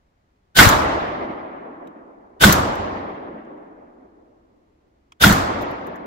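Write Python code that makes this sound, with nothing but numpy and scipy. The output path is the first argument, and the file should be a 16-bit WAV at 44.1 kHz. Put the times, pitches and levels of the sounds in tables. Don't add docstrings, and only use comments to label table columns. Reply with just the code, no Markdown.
import sys
import numpy as np
from scipy import signal
from scipy.io import wavfile
from scipy.ndimage import uniform_filter1d

SR = 44100
rng = np.random.default_rng(int(sys.argv[2]) if len(sys.argv) > 2 else 0)


def transcribe(signal):
    frames = np.atleast_2d(signal).T
    limited = np.clip(frames, -1, 1)
    pcm = np.round(limited * 32767).astype(np.int16)
    wavfile.write(sys.argv[1], SR, pcm)


N = 267246

# frequency in Hz, correlation.
PORT_LIKENESS = [(40, .92), (200, 0.96), (300, 0.81), (450, -0.35), (650, .12), (950, -0.44), (1500, -0.61),
                 (2050, 0.24), (3100, 0), (16000, -0.14)]
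# frequency in Hz, relative level in dB.
AIR_COLOUR = [(20, -5.5), (65, -1.5), (130, -10), (300, -13), (600, -16.5), (1200, -20.5), (2000, -27),
              (3000, -32.5), (7200, -40.5), (8500, -47), (16000, -50)]
# start in seconds, blast in dB, woods in dB, bite near 2 kHz in dB, thump in dB,
# thump bass tilt in dB per octave down, thump delay in seconds, bolt delay in seconds, bolt in dB.
SHOTS = [(0.5878, -2, -12.5, 4, -16, 8, 0.012, 0.1, -10.5),
         (2.4369, -6.5, -15.5, 0, -0.5, -1, 0.0097, 0.087, -5.5),
         (5.2382, -7.5, -16, 2, -4.5, 5, 0.0194, 0.0855, -16.5)]
# frequency in Hz, relative level in dB, time to fall 60 dB in seconds.
RUSH_BANDS = [(24.98, 2.5, 0.77), (92.15, 3, 0.84), (220, -8.5, 0.94), (500, -0.5, 1), (800, -3, 0.97),
              (1280, -2.5, 0.81), (1498, 6, 0.94), (2202, -8.5, 0.94), (3260, -1, 1), (4420, -7, 0.89),
              (9400, -13.5, 0.99), (15500, -11.5, 0.76)]
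BLAST_BANDS = [(20.07, -4, .4), (60, 4, 0.34), (264, 3, 0.6), (453, -5, 0.3), (754, -2, 0.52),
               (890, -3.5, 0.93), (1470, 1, 0.74), (2000, -3.5, 0.35), (2620, -8, 0.35), (3430, -6.5, .4),
               (5000, -11.5, .42), (7500, -13, .4), (8950, -19.5, 0.39), (12700, -14, .33),
               (16000, -16.5, .3)]
WOODS_BANDS = [(20, -9, 0.78), (50, -1, 0.34), (83.2, 11.5, 1.3), (127, -4.5, 1.6), (283, -1, 3.91),
               (420, -1, 3.36), (664, 0.5, 2.836), (1100, -1, 2.5), (1470, -8.5, 2.49), (2050, -10.5, 2.09),
               (2550, -15.5, 1.875), (4470, -17.5, 1.216), (7650, -19, 0.76), (8800, -28.5, 0.68),
               (14000, -24.5, 0.28)]
STEEL_BANDS = [(200, -23, 0.02), (2080, -4.5, .04), (4580, -8, .04), (6500, 4.5, 0.037), (9800, -11.5, .04),
               (12700, 1, 0.055), (15500, -3.5, 0.045)]
KNOCK_BANDS = [(300, -19, 0.034), (800, -10, 0.03), (1210, 8, .03), (1710, -15, 0.021), (2280, -1, 0.032),
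               (2800, 0, 0.023), (3300, 0, 0.033), (4000, -15, 0.024), (5960, -10, 0.027),
               (9000, -16, 0.027), (16000, -47, 0.022)]
# pitch in Hz, relative level in dB.
RUSH_TONES = [(1520, -10.5), (3020, -17), (3620, -13)]
# multiple of the lowest pitch, relative level in dB.
HOUSING_MODES = [(1, -2.5), (1.379, -7), (2.279, -10)]
# pitch in Hz, level in dB, time to fall 60 dB in seconds.
THUMP_MODES = [(202.7, -1, 0.22), (120.5, -10, 0.17), (46, -18.5, 0.1)]
# peak time in seconds, level in dB, pitch in Hz, left minus right in dB.
BUFFETS = [(0.671, -8, 95, 18), (2.497, -4.5, 125, 0), (5.2649, -7.5, 124, 4)]
# start in seconds, level in dB, ring pitch in Hz, snap level in dB.
CLICKS = [(1.872, -47, 3790, -56), (3.449, -59.5, 3500, -80), (3.574, -65, 3500, -80),
          (5.1198, -38, 3280, -59.5)]
# multiple of its pitch, level in dB, time to fall 60 dB in seconds.
CLICK_MODES = [(0.7, -6, 0.02), (1, -3, 0.023), (1.61, -14.5, 0.024)]
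# start in seconds, level in dB.
CLINKS = [(2.750, -36.5), (5.608, -35), (5.619, -37), (5.705, -41), (5.863, -40), (5.954, -46.5)]


def amp(db):
    return 10 ** (np.asarray(db) / 20)


def unit_rms(x):
    return x / np.sqrt(np.mean(x ** 2) + 1e-20)


def wobble(n, size):
    return unit_rms(uniform_filter1d(rng.standard_normal(n), size=size))


def read(table, hz, column=1):
    rows = np.array(table, float)
    return np.interp(np.log(hz + 1), np.log(rows[:, 0] + 1), rows[:, column])


def add(mix, start, sound):
    part = mix[:, round(start * SR):][:, :sound.shape[-1]]
    part += sound[..., :part.shape[1]]


def mode(t, hz, t60):
    return np.exp(-np.log(1000) * t / t60) * np.sin(2 * np.pi * hz * t)


def port_noise(n, colour, frontal=0, size=1024):
    hz = np.fft.rfftfreq(size, 1 / SR)
    t = np.arange(4 * n // size + 5)[:, None] * size / (4 * SR)
    a, b, c, d = rng.standard_normal((len(t), len(hz), 4)).transpose(2, 0, 1)
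    left, unrelated = a + 1j * b, c + 1j * d
    likeness = np.clip(frontal + (1 - frontal) * read(PORT_LIKENESS, hz), -1, 1)
    right = likeness * left + np.sqrt(1 - likeness ** 2) * unrelated
    gain = amp(colour(t, hz)) * np.ones_like(t)
    spectra = np.array([left, right]) * gain / np.sqrt(np.mean(gain[0] ** 2))
    _, noise = signal.istft(spectra.transpose(0, 2, 1), nperseg=size, noverlap=size - size // 4)
    return noise[:, :n] * np.sqrt(3 / size)


def burst(bands, n, bite_db=0, patchy_db=0, frontal=0, size=1024):
    def colour(t, hz):
        grain = rng.standard_normal((len(t), len(hz)))
        patches = unit_rms(uniform_filter1d(uniform_filter1d(grain, 4, axis=0), 14, axis=1))
        bite = bite_db * np.exp(-.5 * (np.log2((hz + 1) / 2000) / 1.4) ** 2)
        fall = 60 * t / read(bands, hz, column=2)
        return read(bands, hz) + bite - fall + patchy_db * patches * (t > 0)
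    return port_noise(n, colour, frontal, size)


def air(level_db=-63.5):
    return amp(level_db) * port_noise(N, lambda t, hz: read(AIR_COLOUR, hz), size=2048)


def rushes(level_db=-8.5, lead_s=0.043, rise_s=0.03, waver=0.02):
    out, t = np.zeros((2, N)), np.arange(SR // 10) / SR
    rise = np.minimum(t / rise_s, 1)
    gate = np.clip((lead_s + 0.013 - t) / 0.0033, 0, 1)
    for start, *_ in SHOTS:
        tones = 0
        for hz, db in RUSH_TONES:
            cycles = np.cumsum(hz * (1 + waver * wobble(len(t), size=60))) / SR
            tones += amp(db) * np.sin(2 * np.pi * (cycles + rng.random((2, 1))))
        hiss = burst(RUSH_BANDS, len(t), patchy_db=2, size=512)
        rush = hiss * rise ** 2.45 + tones * rise ** 1.8
        add(out, start - lead_s, amp(level_db) * rush * gate)
    return out


def blasts(ground_share=.55, frontal=0.16, crackle_db=1.9, attack_s=0.00092):
    out, t = np.zeros((2, N)), np.arange(4 * SR) / SR
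    attack, bloom = np.minimum(t[:SR] / attack_s, 1), 1 - np.exp(-t / .03)
    ground = burst(BLAST_BANDS, SR, patchy_db=2.5, frontal=frontal)
    for start, blast_db, woods_db, bite_db, *_ in SHOTS:
        branches = burst(BLAST_BANDS, SR, bite_db=bite_db, patchy_db=3.5, frontal=frontal)
        near = np.sqrt(ground_share) * ground + np.sqrt(1 - ground_share) * branches
        crackle = amp(crackle_db * wobble(SR, size=24))
        add(out, start, amp(blast_db) * near * crackle * attack)
        trunks_db = 0.5 * wobble(len(t), size=120) * np.exp(-t / 0.37)
        stands_db = 0.5 * wobble(len(t), size=2000)
        tail = burst(WOODS_BANDS, len(t), bite_db=bite_db, patchy_db=1.5)
        add(out, start, amp(woods_db + trunks_db + stands_db) * tail * bloom)
    return out


def housing(ring_s, upper_db, hz=1494, waver=.075):
    t, ring = np.arange(SR // 20) / SR, 0
    port_lead = np.array([[0], [.3]])
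    for k, (multiple, db) in enumerate(HOUSING_MODES):
        pitch = multiple * hz * (1 + waver * wobble(len(t), size=40))
        phase = 2 * np.pi * np.cumsum(pitch) / SR
        ring += amp(db + upper_db * (k > 0)) * np.sin(phase + multiple * port_lead)
    return ring * np.minimum(t / 0.00013, 1) * np.exp(-(t / ring_s) ** 6)


def rasps(front_db=4.5, echo_db=-10.5, echo_s=0.059):
    out = np.zeros((2, N))
    for start, blast_db, *_ in SHOTS:
        add(out, start, amp(front_db) * housing(ring_s=0.022 * amp(blast_db), upper_db=3 + blast_db))
        add(out, start + echo_s, amp(echo_db) * housing(ring_s=0.005, upper_db=-3.5))
    return out


def thumps(attack_s=0.0075):
    out, t = np.zeros((2, N)), np.arange(SR // 2) / SR
    attack = 1 - np.exp(-t / attack_s)
    for start, _, _, _, thump_db, tilt_db, delay_s, *_ in SHOTS:
        for hz, db, t60 in THUMP_MODES:
            octaves_down = np.log2(THUMP_MODES[0][0] / hz)
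            level = amp(thump_db + db + tilt_db * octaves_down)
            add(out, start + delay_s, -level * mode(t, hz, t60) * attack)
    return out


def buffets():
    out, t = np.zeros((2, N)), np.arange(SR // 2) / SR
    for peak_s, db, hz, pan_db in BUFFETS:
        from_peak = np.pi * (hz * t - 1)
        push = (1 - 2 * from_peak ** 2) * np.exp(-from_peak ** 2)
        add(out, peak_s - 1 / hz, amp([[db + pan_db / 2], [db - pan_db / 2]]) * push)
    return out


def action(attack_s=0.0023, clink_attack_s=0.0062, clink_fade_s=.03):
    out, t = np.zeros((2, N)), np.arange(SR // 6) / SR
    attack = np.minimum(t / attack_s, 1)
    for start, *_, delay_s, bolt_db in SHOTS:
        slam = burst(STEEL_BANDS, len(t), patchy_db=1.5, size=256)
        add(out, start + delay_s, amp(bolt_db) * slam * attack)
    clink_shape = np.minimum(t / clink_attack_s, 1) ** 2 * np.exp(-t / clink_fade_s)
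    for start, db in CLINKS:
        clink = burst(STEEL_BANDS, len(t), patchy_db=6, size=256) * clink_shape
        add(out, start, amp([[db - 1.2], [db + 1.2]]) * clink)
    for start, db, hz, snap_db in CLICKS:
        ring = sum(amp(mode_db) * mode(t, multiple * hz, t60) for multiple, mode_db, t60 in CLICK_MODES)
        knock = burst(KNOCK_BANDS, len(t), size=256)
        snap = burst(STEEL_BANDS, len(t), size=256) * np.exp(-t / .01)
        add(out, start, (amp(db) * (ring + knock) + amp(snap_db) * snap) * attack)
    return out


def scene():
    return rushes() + blasts() + rasps() + thumps() + buffets() + action() + air()


def record(dry, ceiling=0.9, low_cut_hz=18, high_cut_hz=15800):
    trimmed = signal.sosfilt(signal.butter(2, low_cut_hz, "highpass", fs=SR, output="sos"), dry)
    clipped = trimmed / (1 + (trimmed / ceiling) ** 8) ** (1 / 8)
    high_cut = signal.firwin(511, high_cut_hz, window=("kaiser", 9), fs=SR)
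    return signal.oaconvolve(clipped, high_cut[None], "same")


dry = scene()
out = record(dry)
transcribe(out)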